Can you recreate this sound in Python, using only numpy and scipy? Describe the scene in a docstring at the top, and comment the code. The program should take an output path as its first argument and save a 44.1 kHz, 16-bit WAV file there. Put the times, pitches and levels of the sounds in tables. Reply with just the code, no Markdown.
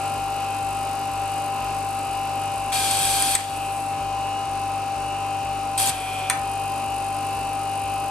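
"""A small room, a two-port stereo microphone close to a paper tape reader on a table.
The reader idles: its motor whines, the belt buzzes, a dry bearing scrapes, a fan rushes, a hum throbs.
Twice the pinch roller grips and the tape hisses through the guides, dragging on the motor.
The first run ends on the brake's clack; in the second the tape runs out, and the roller whirs
on the bare capstan until it is released."""
import sys
import numpy as np
from scipy import signal
from scipy.fft import rfft, irfft, next_fast_len
from scipy.io import wavfile
from scipy.ndimage import uniform_filter1d, map_coordinates

SR = 44100
rng = np.random.default_rng(int(sys.argv[2]) if len(sys.argv) > 2 else 0)


def generate_wav(signal):
    """Clip the signal to [-1, 1] and save it as 16-bit WAV at the path in sys.argv[1]."""
    frames = np.transpose(np.atleast_2d(signal))
    scaled = np.clip(frames, -1, 1) * 32767
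    pcm = np.round(scaled).astype(np.int16)
    wavfile.write(sys.argv[1], SR, pcm)


N = 357210
T = np.arange(N) / SR
FFT_SIZE = next_fast_len(N, True)
HZ = np.fft.rfftfreq(FFT_SIZE, 1 / SR)

# decay of the room: f/Hz, t60/s
ROOM_DECAY = [(300, 0.73), (2000, 0.4), (6000, 0.26), (14000, 0.15)]
# noise spectra: f/Hz, relative level/dB per Hz
FAN_SPECTRUM = [(28, -106), (50, -76), (75, -76), (110, -71.5), (195, -73), (265, -64), (340, -70),
                (400, -66), (520, -69), (760, -62), (1020, -65), (1500, -75.5), (2000, -80.5), (2650, -74),
                (3350, -84), (4200, -80), (5500, -83), (9500, -83), (14000, -104)]
BELT_SPECTRUM = [(200, -81), (400, -76.5), (600, -75), (950, -72.5), (1250, -74), (1500, -76), (1950, -82),
                 (2400, -76), (2700, -72), (3000, -77), (3350, -87), (3900, -79), (4300, -84), (4600, -85),
                 (5400, -84), (7000, -87), (12000, -105)]
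ROLLER_SPECTRUM = [(600, -90), (1000, -82), (1550, -72), (1900, -81.5), (2400, -62), (2700, -79.5),
                   (3200, -65.5), (3800, -78), (4600, -78), (6000, -80), (12000, -98)]
PAPER_SPECTRUM = [(300, -74.5), (900, -73), (1500, -73.5), (2000, -77), (2500, -74), (3300, -67),
                  (4800, -70.5), (5500, -70.5), (6700, -71.5), (9000, -63), (12000, -72), (16000, -110)]
PUNCHED_EDGE_SPECTRUM = [(5000, -100), (7300, -108), (7750, -55), (8400, -67.5), (9300, -56), (9700, -60.5),
                         (10800, -57.5), (12000, -71), (13000, -74), (16000, -69)]
# bearing resonances: f/Hz, width/Hz, relative level/dB per Hz, swell/dB, first crest/s, drift/dB per s
BEARING_MODES = [(4270, 70, -78, 1.5, 0.4, 0), (4900, 90, -71, 1.5, 0.3, 0), (6380, 130, -81, 2, 0.6, 0),
                 (6720, 110, -79.5, 2, 0.2, 0), (7770, 300, -72.5, 1.5, 0.65, -0.5),
                 (9230, 150, -71, 3.5, 0.17, 0.3), (9400, 140, -68.5, 2.5, 0.62, 0),
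                 (9610, 200, -75.5, 2, 0.32, 0.5), (10130, 300, -75, 0, 0, 0), (10500, 1800, -81, 0, 0, 0),
                 (11640, 160, -82, 3, 0.6, -0.5), (11820, 160, -80.5, 3, 0.27, 0)]
# tones of turning parts: multiple of the turning rate, relative level/dB
MOTOR_TONES = [(2, -53.5), (3, -46.5), (5, -55.5), (6, -46), (8, -52), (9, -56), (12, -45), (15, -51),
               (18, -66), (20, -54), (21, -51), (22, -55.5), (24, -51.5), (28, -55), (31, -62), (44, -62)]
PULLEY_TONES = [(11, -58), (20, -48), (46, -59), (49, -52.5), (51, -47.5), (54, -47), (55, -47), (56, -55),
                (60, -56), (64, -53), (87, -63)]
BARE_ROLLER_TONES = [(28, -54), (40, -56), (47, -58), (63, -49), (68, -52), (73, -54), (86, -60)]
STRAINED_BELT_TONES = [(51, -45), (56, -53)]
# swelling belt tones: multiple, relative level/dB, depth/0-1, swell rate/Hz, first crest/s, waver/0-1
SWELLING_BELT_TONES = [(21, -43.3, 0.2, 2.01, 0.22, 0.32), (26, -48, 0.4, 2.51, 0.027, 0.2),
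                       (59, -45.7, 0.26, 1.2, 0.28, 0.4)]
# runs of tape: roller grips/s, tape ends/s, roller lifts/s, tape/dB, roller/dB, slither fade/s
TAPE_RUNS = [(2.721, 3.352, 3.352, -1.05, -3.5, 0.15), (5.775, 5.899, 6.298, -0.5, -7.5, 0.049)]
# the idling sound dips as each run of tape ends: t/s, change/dB
IDLE_DIPS = [(3.352, -4), (5.897, -1.5)]
# the loose coil jumps, tumbles over the table and flutters: start/s, end/s, level/dB
COIL_RUSTLES = [(2.962, 3.04, -8.5), (3.492, 3.798, -21), (5.925, 6.188, -20.5)]
# resonances of the deck under the tape: f/Hz, width/Hz, lift before emphasis/dB
DECK_MODES = [(1590, 110, 8.5), (2415, 110, 12), (2680, 90, 8), (3230, 200, 6.3), (3500, 70, 4.5),
              (3850, 89, 5.5), (4300, 120, 7.5), (4610, 89, 6.5), (4880, 180, 7.5), (6020, 120, 7),
              (7050, 130, 4.5)]
# clacks of roller and brake, snaps of the tape:
# t/s, click/dB, chassis ring/dB, loose parts/dB, pitch ratio of the click, change per bounce/dB
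STRIKES = [(2.72, -29, -33, -36, 1, -8), (2.911, -9, -50, -48, 1, -4), (2.990, -12, -45, -38, 0.94, -8),
           (3.031, -11, -48, -46, 1.05, -8), (3.223, -4, -42, -38, 1.03, -5),
           (3.352, -2, -28, -19, 0.96, -4), (3.768, -32, -60, -58, 0.88, -8),
           (5.7773, -11, -38, -32, 1, -0.5), (5.799, -7, -36, -33, 1.09, -2),
           (5.873, -13, -33, -35, 0.81, -9), (5.8932, -12, -30, -29, 1, -5),
           (6.2988, -2, -20, -16, 1.03, -6)]
# modes of the steel armature and of the chassis: f/Hz, relative level/dB, t60/s
ARMATURE_MODES = [(8160, -12, 0.0044), (8390, -3, 0.0064), (8620, -3, 0.0044), (8770, -4, 0.01),
                  (10300, -3, 0.0049)]
CHASSIS_MODES = [(996, -6, 0.08), (1100, -6, 0.066), (1273, -9, 0.14), (1585, -16, 0.2), (1810, -10, 0.15),
                 (1880, -10.5, 0.13), (2244, -5.5, 0.079), (2350, -6.5, 0.088), (2730, -22, 0.06),
                 (2900, -17, 0.11), (3470, -4, 0.032), (4090, -4, 0.032), (6000, -8, 0.05),
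                 (6520, -7, 0.07), (6800, -10, 0.053)]
# how alike noise arrives at the microphone's two ports: f/Hz, likeness/0-1
PORT_LIKENESS = [(100, 1), (700, 0.61), (1500, 0.41), (2600, 0.62), (4000, 0.67), (5500, 0.26), (6800, 0.2),
                 (8000, 1), (11000, 1)]
# left port over right: f/Hz, level/dB
PORT_LEVEL = [(50, 0), (100, -3.5), (300, -1.5), (600, 0.5), (786, 4.5), (1000, 0), (2000, 0), (3200, 0.5),
              (4300, 4.5), (7400, 3), (8500, 2), (10000, 0)]
# left port ahead of right: f/Hz, phase/rad
PORT_LEAD = [(800, -.1), (2000, .2), (2900, 1), (5000, .9), (6600, 0), (7500, 1.25), (8700, 0),
             (10250, -3.14), (11800, -6.28), (12500, -6.28), (13900, -9.42), (15000, -12.57)]
# the sound dulls above 13 kHz: f/Hz, level/dB
TREBLE_ROLL_OFF = [(11500, 1), (13000, 1), (16000, -17)]

BELT_RATIO = 0.9908  # pulley turns per motor turn
INERTIA_S = 0.019  # the motor's lag behind a load


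def amp(db):
    """Decibels to gain."""
    return 10 ** (np.asarray(db) / 20)


def curve(points, hz=HZ):
    """A table over frequency, joined on a log axis."""
    f, value = np.transpose(points)
    return np.interp(np.log(hz + 1), np.log(f), value)


def wander(hz):
    """Random drift of rms 1, up to about hz."""
    x = irfft(rfft(rng.standard_normal(FFT_SIZE)) / (1 + (HZ / hz) ** 4))[:N]
    return x / x.std()


def white():
    """Two unrelated noises."""
    return rng.standard_normal((2, N))


def gate(start, end, rise_s, fall_s):
    """Rises towards 1 from start and dies away after end."""
    risen = 1 - np.exp(-np.maximum(np.minimum(T, end) - start, 0) / rise_s)
    return risen * np.exp(-np.maximum(T - end, 0) / fall_s)


def surface(turns, size=896):
    """Two tracks of roughness on a turning part: the same bumps pass on every turn."""
    bins = size // 2 + 1
    phases = np.exp(2j * np.pi * rng.random((2, bins)))
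    bumps = irfft(phases * rng.uniform(0.66, 0.85, bins), size * 8)
    return np.array([np.interp(turns % 1, np.linspace(0, 1, len(b)), b / b.std()) for b in bumps])


def colour(pair, gain):
    """Gives two unrelated drives a spectrum (gain per root Hz) and the likeness of the two ports."""
    left, other = rfft(pair, FFT_SIZE)
    likeness = np.clip(curve(PORT_LIKENESS), 0, 1)
    right = likeness * left + np.sqrt(1 - likeness ** 2) * other
    return irfft(np.array([left, right]) * gain)[:, :N] * np.sqrt(SR / 2)


def sine(cycles):
    """A sine of rms 1."""
    return np.sqrt(2) * np.sin(2 * np.pi * cycles)


def tones(turns, orders, waver):
    """Tones at multiples of a turning rate, each wavering in level."""
    drifts = [wander(3.5) for _ in range(5)]
    return sum(amp(db) * (1 + waver * drifts[i % len(drifts)]) * sine(order * turns + rng.random())
               for i, (order, db) in enumerate(orders))


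def ring(modes, t):
    """Struck modes dying away over the times t."""
    return sum(amp(db - 60 * t / t60) * np.sin(2 * np.pi * hz * t) for hz, db, t60 in modes)


def room(sound):
    """Dense reflections off the near walls, each band dying at its own speed."""
    taps = rng.standard_normal((2, SR // 2)) * (rng.random((2, SR // 2)) < .1) * (T[:SR // 2] > .003)
    hz, t, bands = signal.stft(taps, SR, nperseg=256)
    decay = amp(-60 * t / curve(ROOM_DECAY, hz)[:, None])
    _, tail = signal.istft(bands * decay, SR, nperseg=256)
    return signal.fftconvolve(sound, tail / np.linalg.norm(tail[0]), axes=1)[:, :N]


def fan():
    """A steady rush of air behind everything else."""
    return colour(white() * amp(.5 * wander(3.6)), amp(curve(FAN_SPECTRUM)))


def hum(first_s=0.128, period_s=0.4805, low_hz=48.2, chirp_hz=156, chirp_s=0.0165, mains_hz=50):
    """About twice a second a low tone chirps down and fades; the mains octave dips as it passes."""
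    since = (T - first_s) % period_s
    edges = np.clip(np.minimum(since, period_s - since) / 0.0028, 0, 1)
    cycles = low_hz * since + chirp_hz * chirp_s * (1 - np.exp(-since / chirp_s))
    throb = edges * amp(-40 - 13 * since / period_s) * sine(cycles)
    dip = np.exp(-((since - chirp_s) / 0.008) ** 2)
    return throb + amp(-39 - 8 * dip) * sine(2 * mains_hz * T)


def bearing(turns, swing_db=5.5, cycle_s=0.64, eased_db=-4):
    """A dry spot scrapes once a turn and rings high resonances, which swell one after another."""
    contact = amp(swing_db * np.cos(2 * np.pi * turns) + 0.99 * wander(28))
    scrape = contact * (surface(turns) + .5 * white())
    scrape /= scrape.std()
    squeal = 0
    for hz, width, db, swell_db, crest, drift in BEARING_MODES:
        resonance = amp(db) / (1 + ((HZ - hz) / width) ** 2) ** 2
        change_db = swell_db * np.cos(2 * np.pi * (T - crest) / cycle_s) + drift * (T - T.mean())
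        squeal += colour(scrape, resonance) * amp(change_db)
    (_, braked, *_), (_, _, released, *_) = TAPE_RUNS
    eased = gate(braked, released, INERTIA_S, INERTIA_S)
    return squeal * amp(-2 + eased_db * eased)


def belt(turns, bare, bare_db=-5, fade_db_per_s=0.33):
    """The pulley sings, the belt's buzz slowly fades, and its swelling tones weaken under a bare roller."""
    pulley_turns = turns * BELT_RATIO
    pulley = tones(pulley_turns, PULLEY_TONES, waver=0.4)
    swelling = 0
    for order, db, depth, rate, crest, waver in SWELLING_BELT_TONES:
        swell = 1 + depth * np.cos(2 * np.pi * rate * (T - crest))
        swelling += swell * tones(pulley_turns, [(order, db)], waver)
    roughness = (surface(turns) + surface(pulley_turns)) / np.sqrt(2)
    buzz = colour(roughness, amp(curve(BELT_SPECTRUM))) * amp(2 - fade_db_per_s * T + 0.8 * wander(9.7))
    return pulley + swelling * amp(bare_db * bare) + buzz


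def motor(turns, pulling, bare, whine_order=16, overtone_order=28, settle_s=1.5):
    """A slot whine that follows the load, shaft tones, and a thin overtone that sings, then settles."""
    whine_db = -25.5 + 1.5 * pulling - 2 * bare + 0.44 * wander(18)
    whine = amp(whine_db) * sine(whine_order * turns)
    overtone = amp(-56 + 13.5 * np.exp(-T / settle_s)) * sine(overtone_order * turns)
    return whine + tones(turns, MOTOR_TONES, waver=0.15) + overtone


def roller(turns, bare, press_s=0.0033):
    """The pinch roller rubs softly on the capstan; with no tape between it whirs and strains the belt."""
    pressed = sum(amp(db) * gate(grip, lift, press_s, press_s) for grip, _, lift, _, db, _ in TAPE_RUNS)
    rub = colour(pressed * (.5 * surface(turns) + white()), amp(curve(ROLLER_SPECTRUM)))
    whir = tones(turns, BARE_ROLLER_TONES, waver=0.25)
    strain = tones(turns * BELT_RATIO, STRAINED_BELT_TONES, waver=0.25)
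    return rub + bare * (whir + strain)


def clacks(bounces=3, bounce_s=0.0018, crack_s=0.0021, knock_s=0.011, rattle_s=0.046):
    """The armature strikes and bounces (clicks); the chassis rings and loose parts rattle (knocks)."""
    t, clicks, knocks = T[:SR // 4], np.zeros(N), np.zeros(N)
    knock_band = signal.butter(2, [950, 2700], "band", fs=SR, output="sos")
    low_cut = signal.butter(2, 900, "high", fs=SR, output="sos")  # small parts radiate no bass
    attack = 1 - np.exp(-t / 0.00053)
    fading = np.exp(-t / knock_s) + amp(-15.5) * np.exp(-t / rattle_s)
    for start, click_db, chassis_db, loose_db, pitch, bounce_db in STRIKES:
        rattle = amp(loose_db) * signal.sosfilt(knock_band, rng.standard_normal(len(t))) * fading
        chassis = amp(chassis_db) * ring(CHASSIS_MODES, t)
        knocks += np.interp(T - start, t, (chassis + rattle) * attack, 0, 0)
        armature = ring(ARMATURE_MODES, t * pitch)
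        for k in range(bounces):
            crack = amp(-13) * rng.standard_normal(len(t)) * np.exp(-t / crack_s)
            strike = amp(click_db + k * bounce_db) * (armature + crack) * attack
            clicks[round((start + k * bounce_s) * SR):][:len(t)] += strike
    return signal.sosfilt(low_cut, [clicks, knocks])


def deck(emphasis=1.35):
    """Gain over frequency of the resonant deck that the tape rubs on."""
    lift_db = sum(db / (1 + (2 * (HZ - hz) / width) ** 2) for hz, width, db in DECK_MODES)
    return amp(emphasis * lift_db)


def tension_flutter(rasp, depth=0.005, hz=18):
    """The tape's tension flutters and bends the pitch of its rasp."""
    slip = np.cumsum(depth * wander(hz))
    position = np.arange(N) + slip - uniform_filter1d(slip, SR // 4)
    return np.array([map_coordinates(side, [position], order=3) for side in rasp])


def tape(turns, pulling, rise_s=0.0044, stop_s=0.0075, growth_db_per_s=8):
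    """Paper rubs through the guides; its punched edge sizzles in clumps, more as the coil unwinds."""
    moving = slither = 0
    for grip, end, _, db, _, fade_s in TAPE_RUNS:
        moving += amp(db) * gate(grip, end, rise_s, stop_s)
        slither += amp(db - 7) * gate(grip, end, rise_s, fade_s)  # lingers after the run
    rustle = sum(amp(db) * gate(start, end, rise_s=0.0076, fall_s=0.13) for start, end, db in COIL_RUSTLES)
    unwound_s = np.cumsum(pulling) / SR
    edge = np.hypot(moving * amp(-9 + growth_db_per_s * unwound_s), rustle)
    rub = (white() + 0.13 * surface(turns)) * np.maximum(moving, slither) * amp(0.9 * wander(280))
    sizzle = white() * edge * amp(1.9 * wander(45) + 3 * wander(830))  # flapping and fine grain
    rasp = colour(rub, amp(curve(PAPER_SPECTRUM)) * deck())
    return tension_flutter(rasp) + colour(sizzle, amp(curve(PUNCHED_EDGE_SPECTRUM)))


def loads(jolt_s=0.028):
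    """Drags on the motor, each 0-1: the moving tape, the roller running bare, the jolt of the grip."""
    pulling = bare = jolt = 0
    for grip, end, lift, *_ in TAPE_RUNS:
        pulling += gate(grip, end, INERTIA_S, INERTIA_S)
        bare += gate(end, lift, INERTIA_S, INERTIA_S)
        jolt += gate(grip, grip + jolt_s, INERTIA_S, INERTIA_S)
    return pulling, bare, jolt


def scene(free_hz=49.175):
    """The reader from close by: its shaft sags under load; tape, roller and clacks stir the room."""
    pulling, bare, jolt = loads()
    shaft_hz = free_hz - 0.16 * pulling - 0.98 * bare - 0.95 * jolt + .025 * wander(6)
    turns = np.cumsum(shaft_hz) / SR
    dip_db = sum(db * gate(start, start + 0.11, rise_s=0.0031, fall_s=0.12) for start, db in IDLE_DIPS)
    idle = fan() + hum() + bearing(turns) + belt(turns, bare) + motor(turns, pulling, bare)
    run = roller(turns, bare) + tape(turns, pulling)
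    clicks, knocks = clacks()
    reflections = room(amp(-16) * run + amp(-7) * clicks + amp(-4) * knocks)
    return idle * amp(-3.5 + dip_db) + run + clicks + knocks + reflections


def record(dry, limit_hz=15900):
    """The two ports differ in level and phase. The sound dulls above 13 kHz and stops near 16 kHz."""
    left = amp(curve(PORT_LEVEL) / 2) * np.exp(.5j * curve(PORT_LEAD))
    response = amp(curve(TREBLE_ROLL_OFF)) * np.array([left, 1 / left])
    ports = irfft(rfft(dry, FFT_SIZE) * response)[:, :N]
    low_pass = signal.firwin(511, limit_hz, window=("kaiser", 9), fs=SR)
    return signal.oaconvolve(ports, low_pass[None], "same")


dry = scene()
out = record(dry)
generate_wav(out)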